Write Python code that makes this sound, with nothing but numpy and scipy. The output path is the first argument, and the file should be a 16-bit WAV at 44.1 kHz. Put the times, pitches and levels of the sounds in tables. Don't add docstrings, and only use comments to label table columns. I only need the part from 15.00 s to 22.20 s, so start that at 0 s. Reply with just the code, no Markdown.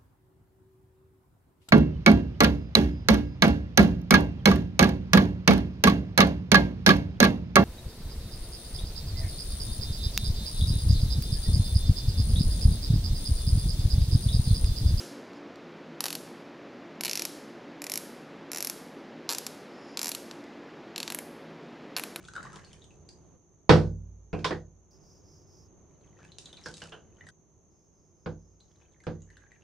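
import sys
import numpy as np
from scipy import signal
from scipy.fft import rfft, irfft
from scipy.io import wavfile

SR = 44100
rng = np.random.default_rng(int(sys.argv[2]) if len(sys.argv) > 2 else 0)


def to_wav(s):
    ch = np.atleast_2d(s).T
    pcm = np.round(np.clip(ch, -1, 1) * 32767)
    wavfile.write(sys.argv[1], SR, pcm.astype(np.int16))


N = 317520
LEAD_IN = SR // 4


def from_db(db):
    return 10 ** (np.asarray(db) / 20)


def unit_energy(x):
    return x / np.sqrt(np.sum(x ** 2) + 1e-20)


def at_hz(points, hz):
    knots, values = np.transpose(points)
    return np.interp(np.log(np.maximum(hz, 1)), np.log(knots), values)


def coloured_noise(gain):
    hz = np.arange(N // 2 + 1) * SR / N
    noise = irfft(rfft(rng.standard_normal(N)) * gain(hz), N)
    return np.sqrt(N) * unit_energy(noise)


def narrow_noise(hz, width_hz):
    return coloured_noise(lambda f: 1 / (1 + (2 * (f - hz) / width_hz) ** 2))


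def ring(hz, width_hz, t):
    t = np.maximum(t, 0)
    return unit_energy(t * np.exp(-np.pi * width_hz * t) * np.sin(2 * np.pi * hz * t))


def fan(rush_db=-47, hum_width_hz=9):
    # frequency in Hz, relative level in dB per Hz.
    rush_spectrum = [(20, -25), (60, -23.5), (100, -13.5), (135, -6), (165, -6), (210, 2), (290, 2),
                     (400, 0.5), (600, -3.5), (1000, -9), (2000, -13), (5000, -26), (7000, -34.5),
                     (8500, -47.5), (12000, -46.5), (14000, -55.5)]
    # frequency in Hz, level in dB rms.
    hum_tones = [(160.5, -61), (240, -58.5), (286, -56), (344.8, -57), (479.5, -70.5), (559.5, -63)]
    rush = from_db(rush_db) * coloured_noise(lambda f: from_db(at_hz(rush_spectrum, f)))
    hum = sum(from_db(db) * narrow_noise(hz, hum_width_hz) for hz, db in hum_tones)
    return rush + hum


def teeth(reload_s=0.005, pawl_rise_db=2.5, pawl_spread_db=2, strap_spread_hz=120):
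    # start in seconds, end in seconds, count of teeth, ratio of each gap to the one before,
    # strap level in dB at the start, swell over the pull in dB, mean strap resonance in Hz,
    # knock level in dB, pawl level in dB before its rise, spread and lift.
    pulls = [(-0.075, -0.019, 3, 1.0, -6.5, 2.5, 4300, -10, -12),
             (1.0059, 1.0638, 4, 0.46, -6.5, -2.5, 4770, -13.5, -8.5),
             (1.083, 1.1525, 4, 1.07, -14, 2.5, 4550, -22, -15.5),
             (2.009, 2.0562, 4, 0.51, -11.5, 4, 4870, -17.5, -10),
             (2.0654, 2.0804, 2, 1.0, -10, -1, 4250, -21, -18),
             (2.0955, 2.1551, 4, 1.16, -6.5, -0.5, 5430, -30, -13),
             (2.1743, 2.2522, 4, 1.23, -6.5, -1.5, 5480, -21, -11.5),
             (2.819, 2.8976, 4, 1.17, -20, 6, 5200, -21, -15),
             (2.9186, 2.9752, 4, 0.97, -9.5, -2, 5450, -23, -9),
             (3.517, 3.5838, 6, 0.92, -14, 1, 5450, -20.5, -15.5),
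             (3.6054, 3.6982, 5, 1.1, -11.5, 1, 5500, -22.5, -9.5),
             (4.2915, 4.3247, 6, 1.21, -3.5, -7, 4600, -13, -11.5),
             (4.3332, 4.466, 4, 2.32, -10, -1.5, 5140, -20.5, -13.5),
             (4.9727, 4.9925, 2, 1.0, -6.5, -2, 4700, -19.5, -15),
             (5.0154, 5.0915, 7, 0.93, -9.5, -3, 5330, -19, -11),
             (5.117, 5.1494, 2, 1.0, -11, -0.5, 4200, -24.5, -16.5),
             (5.9608, 6.0298, 4, 1.2, -11, 1, 4240, -21.5, -19),
             (6.078, 6.102, 2, 1.0, -11, -2.5, 4320, -17, -20),
             (6.1221, 6.1878, 3, 1.63, -20, -8, 4800, -19, -13),
             (6.9654, 6.996, 5, 1.46, -4.5, -16, 4300, -13, -12.5),
             (7.0368, 7.16, 2, 1.0, -17, 1, 4370, -16, -13)]
    # time in seconds, tail resonance in Hz, tail level in dB, head level in dB.
    grips = [(1.08, 2520, -20, -24), (2.02, 2200, -14.5, -21), (2.13, 2230, -16.5, -28),
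             (2.9, 2000, -18, -19.5), (3.6, 2300, -22, -20), (4.35, 2580, -23, -15), (5.06, 2360, -22, -16),
             (6.07, 2550, -17.5, -20), (7.0, 2650, -14, -25)]
    before = -1
    for start, end, count, ratio, strap_db, swell_db, strap_hz, knock_db, pawl_db in pulls:
        _, tail_hz, tail_db, head_db = min(grips, key=lambda grip: abs(grip[0] - start))
        gaps = ratio ** np.arange(round(count) - 1)
        times = start + (end - start) * np.append(0, np.cumsum(gaps)) / gaps.sum()
        for s, progress in zip(times, np.linspace(0, 1, len(times))):
            db = strap_db + swell_db * progress
            hz = strap_hz + strap_spread_hz * rng.standard_normal()
            snap_db = pawl_db + pawl_rise_db * (progress - .5) + pawl_spread_db * rng.standard_normal()
            tension_db = 20 * np.log10(1 - np.exp(-abs(s - before) / reload_s))
            yield s, db + tension_db, hz, tail_hz, knock_db - db, snap_db - db, tail_db - db, head_db - db
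            before = s


def ticks(strap_hz=4500, tail_hz=2550, knock_db=-5, pawl_db=-17, tail_db=-9, head_db=-11):
    # time in seconds, strap level in dB.
    shifts = [(0.334, -36.5), (0.5577, -34), (5.3119, -19), (5.44, -35)]
    return [(s, db, strap_hz, tail_hz, knock_db, pawl_db, tail_db, head_db) for s, db in shifts]


def scattered(click, paths):
    return unit_energy(click + signal.fftconvolve(click, paths)[:len(click)])


def ratchet(crack_width_hz=3400, strap_width_hz=1200, strap_ring_db=-6, tail_width_hz=1400,
            head_hz=7450, head_width_hz=1400, pawl_hz=11300, pawl_width_hz=2500, pawl_lag_s=0.00026,
            pawl_lift_db=1.0, scatter_db=-3.5, scatter_t60_s=0.023, hand_still_s=0.052,
            return_s=0.0006166, return_db=-8, spill_hz=4900, spill_width_hz=5000,
            spill_pawl_width_hz=5000, spill_pawl_db=-2):
    # frequency in Hz, width in Hz, relative level in dB.
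    knock_modes = [(612, 570, 0.5), (944, 610, 0), (1600, 710, 4.5)]
    direct, spill = np.zeros((2, LEAD_IN + N + SR))
    t = np.arange(SR // 40) / SR
    returning = -from_db(return_db) * np.sinc((t - return_s) * SR)
    scatter_fade = from_db(-60 * t / scatter_t60_s) * (t > return_s)
    thud = sum((-1) ** k * from_db(mode_db) * ring(hz, width, t)
               for k, (hz, width, mode_db) in enumerate(knock_modes))
    snap = ring(pawl_hz, pawl_width_hz, t - pawl_lag_s)
    nearby, before = rng.standard_normal(len(t)), -1
    for s, db, strap_hz, tail_hz, knock_db, pawl_db, tail_db, head_db in [*teeth(), *ticks()]:
        alike = np.exp(-abs(s - before) / hand_still_s)
        nearby = alike * nearby + np.sqrt(1 - alike ** 2) * rng.standard_normal(len(t))
        before = s
        paths = returning + from_db(scatter_db) * unit_energy(nearby * scatter_fade)

        crack = ring(strap_hz, crack_width_hz, t)
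        crack = crack + from_db(strap_ring_db) * ring(strap_hz, strap_width_hz, t)
        strap = scattered(crack, paths)
        tail = from_db(tail_db) * scattered(ring(tail_hz, tail_width_hz, t), paths)
        head = from_db(head_db) * scattered(ring(head_hz, head_width_hz, t), paths)
        knock_gain, pawl_gain = from_db(knock_db), from_db(pawl_db + pawl_lift_db)
        knock, pawl = knock_gain * scattered(thud, paths), pawl_gain * scattered(snap, paths)
        at = LEAD_IN + round(s * SR) + np.arange(len(t))
        direct[at] += from_db(db) * (strap - tail - head + knock + pawl)

        strap_spill = ring(spill_hz, spill_width_hz, t)
        pawl_spill = from_db(spill_pawl_db) * pawl_gain * ring(pawl_hz, spill_pawl_width_hz, t)
        spill[at] += from_db(db) * (strap_spill + knock_gain * unit_energy(thud) - pawl_spill)
    return direct[:LEAD_IN + N], spill[:LEAD_IN + N]


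def garage(x, build_s=0.001):
    # frequency in Hz, time to fall 60 dB in seconds.
    ring_times = [(500, 1.6), (2000, 0.37), (5000, 0.86), (8000, 0.6), (12000, 0.51)]
    # frequency in Hz, band level in dB.
    echo_levels = [(400, 0), (1200, -15), (2200, -5.5), (3600, -8), (5500, -10), (7500, -7.5), (9500, -8),
                   (13000, -8.5)]
    t, response = np.arange(SR) / SR, 0
    white = rng.standard_normal((2, SR))
    edges = np.geomspace(250, 16000, 13)
    for k, (low, high) in enumerate(zip(edges, edges[1:])):
        hz = np.sqrt(low * high)
        decay = unit_energy(from_db(-60 * t / at_hz(ring_times, hz)) * (1 - np.exp(-t / build_s)))
        band_filter = signal.butter(2, [low, high], "band", fs=SR, output="sos")
        band = signal.sosfilt(band_filter, white[k % 2])
        response = response + from_db(at_hz(echo_levels, hz)) * decay * band
    return signal.fftconvolve(x, response)[:len(x)]


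def rub():
    # time in seconds, gain on the squeal in dB.
    rub_envelope = [(0.34, -95), (0.37, -66), (0.40, -95), (4.65, -95), (4.80, -67), (4.89, -62),
                    (4.95, -64), (4.98, -95)]
    # frequency in Hz, width in Hz, relative level in dB.
    squeal_modes = [(5130, 710, 2), (6940, 600, -11), (9900, 700, -18)]
    s, db = np.transpose(rub_envelope)
    squeal = sum(from_db(mode_db) * narrow_noise(hz, width) for hz, width, mode_db in squeal_modes)
    return np.interp(np.arange(N) / SR, s, from_db(db), left=0, right=0) * squeal


def stereo_spread(direct, spill, slope_gain=.55, tie_gain=.28, sway=1.0, sway_hz=40):
    # frequency in Hz, gain on the side signal in dB.
    side_levels = [(30, -18.5), (140, -54), (2000, -48), (3500, -41.5), (6000, -22), (8500, -21.5),
                   (10800, -15), (11800, -8), (12700, -4), (15000, 1)]
    bearing = slope_gain + sway * coloured_noise(lambda f: 1 / (1 + (f / sway_hz) ** 2))
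    tie = direct[LEAD_IN:]
    mid = tie + garage(spill)[LEAD_IN:] + rub() + fan()
    spread = bearing * np.gradient(tie) - tie_gain * tie + garage(spill)[LEAD_IN:] + fan()
    hz = np.arange(N // 2 + 1) * SR / N
    side = irfft(rfft(spread) * from_db(at_hz(side_levels, hz)), N)
    return np.array([mid + side, mid - side])


def scene(lowest_hz=330):
    high_pass = signal.butter(3, lowest_hz, "high", fs=SR, output="sos")
    direct, spill = signal.sosfilt(high_pass, ratchet())
    return stereo_spread(direct, spill)


def record(dry, notch_hz=9080, notch_q=18, top_hz=12600, cutoff_hz=16400):
    x = signal.lfilter(*signal.iirnotch(notch_hz, notch_q, fs=SR), dry)
    x = signal.sosfilt(signal.butter(8, top_hz, fs=SR, output="sos"), x)
    return signal.sosfilt(signal.ellip(8, .1, 80, cutoff_hz, fs=SR, output="sos"), x)


dry = scene()
out = record(dry)
to_wav(out)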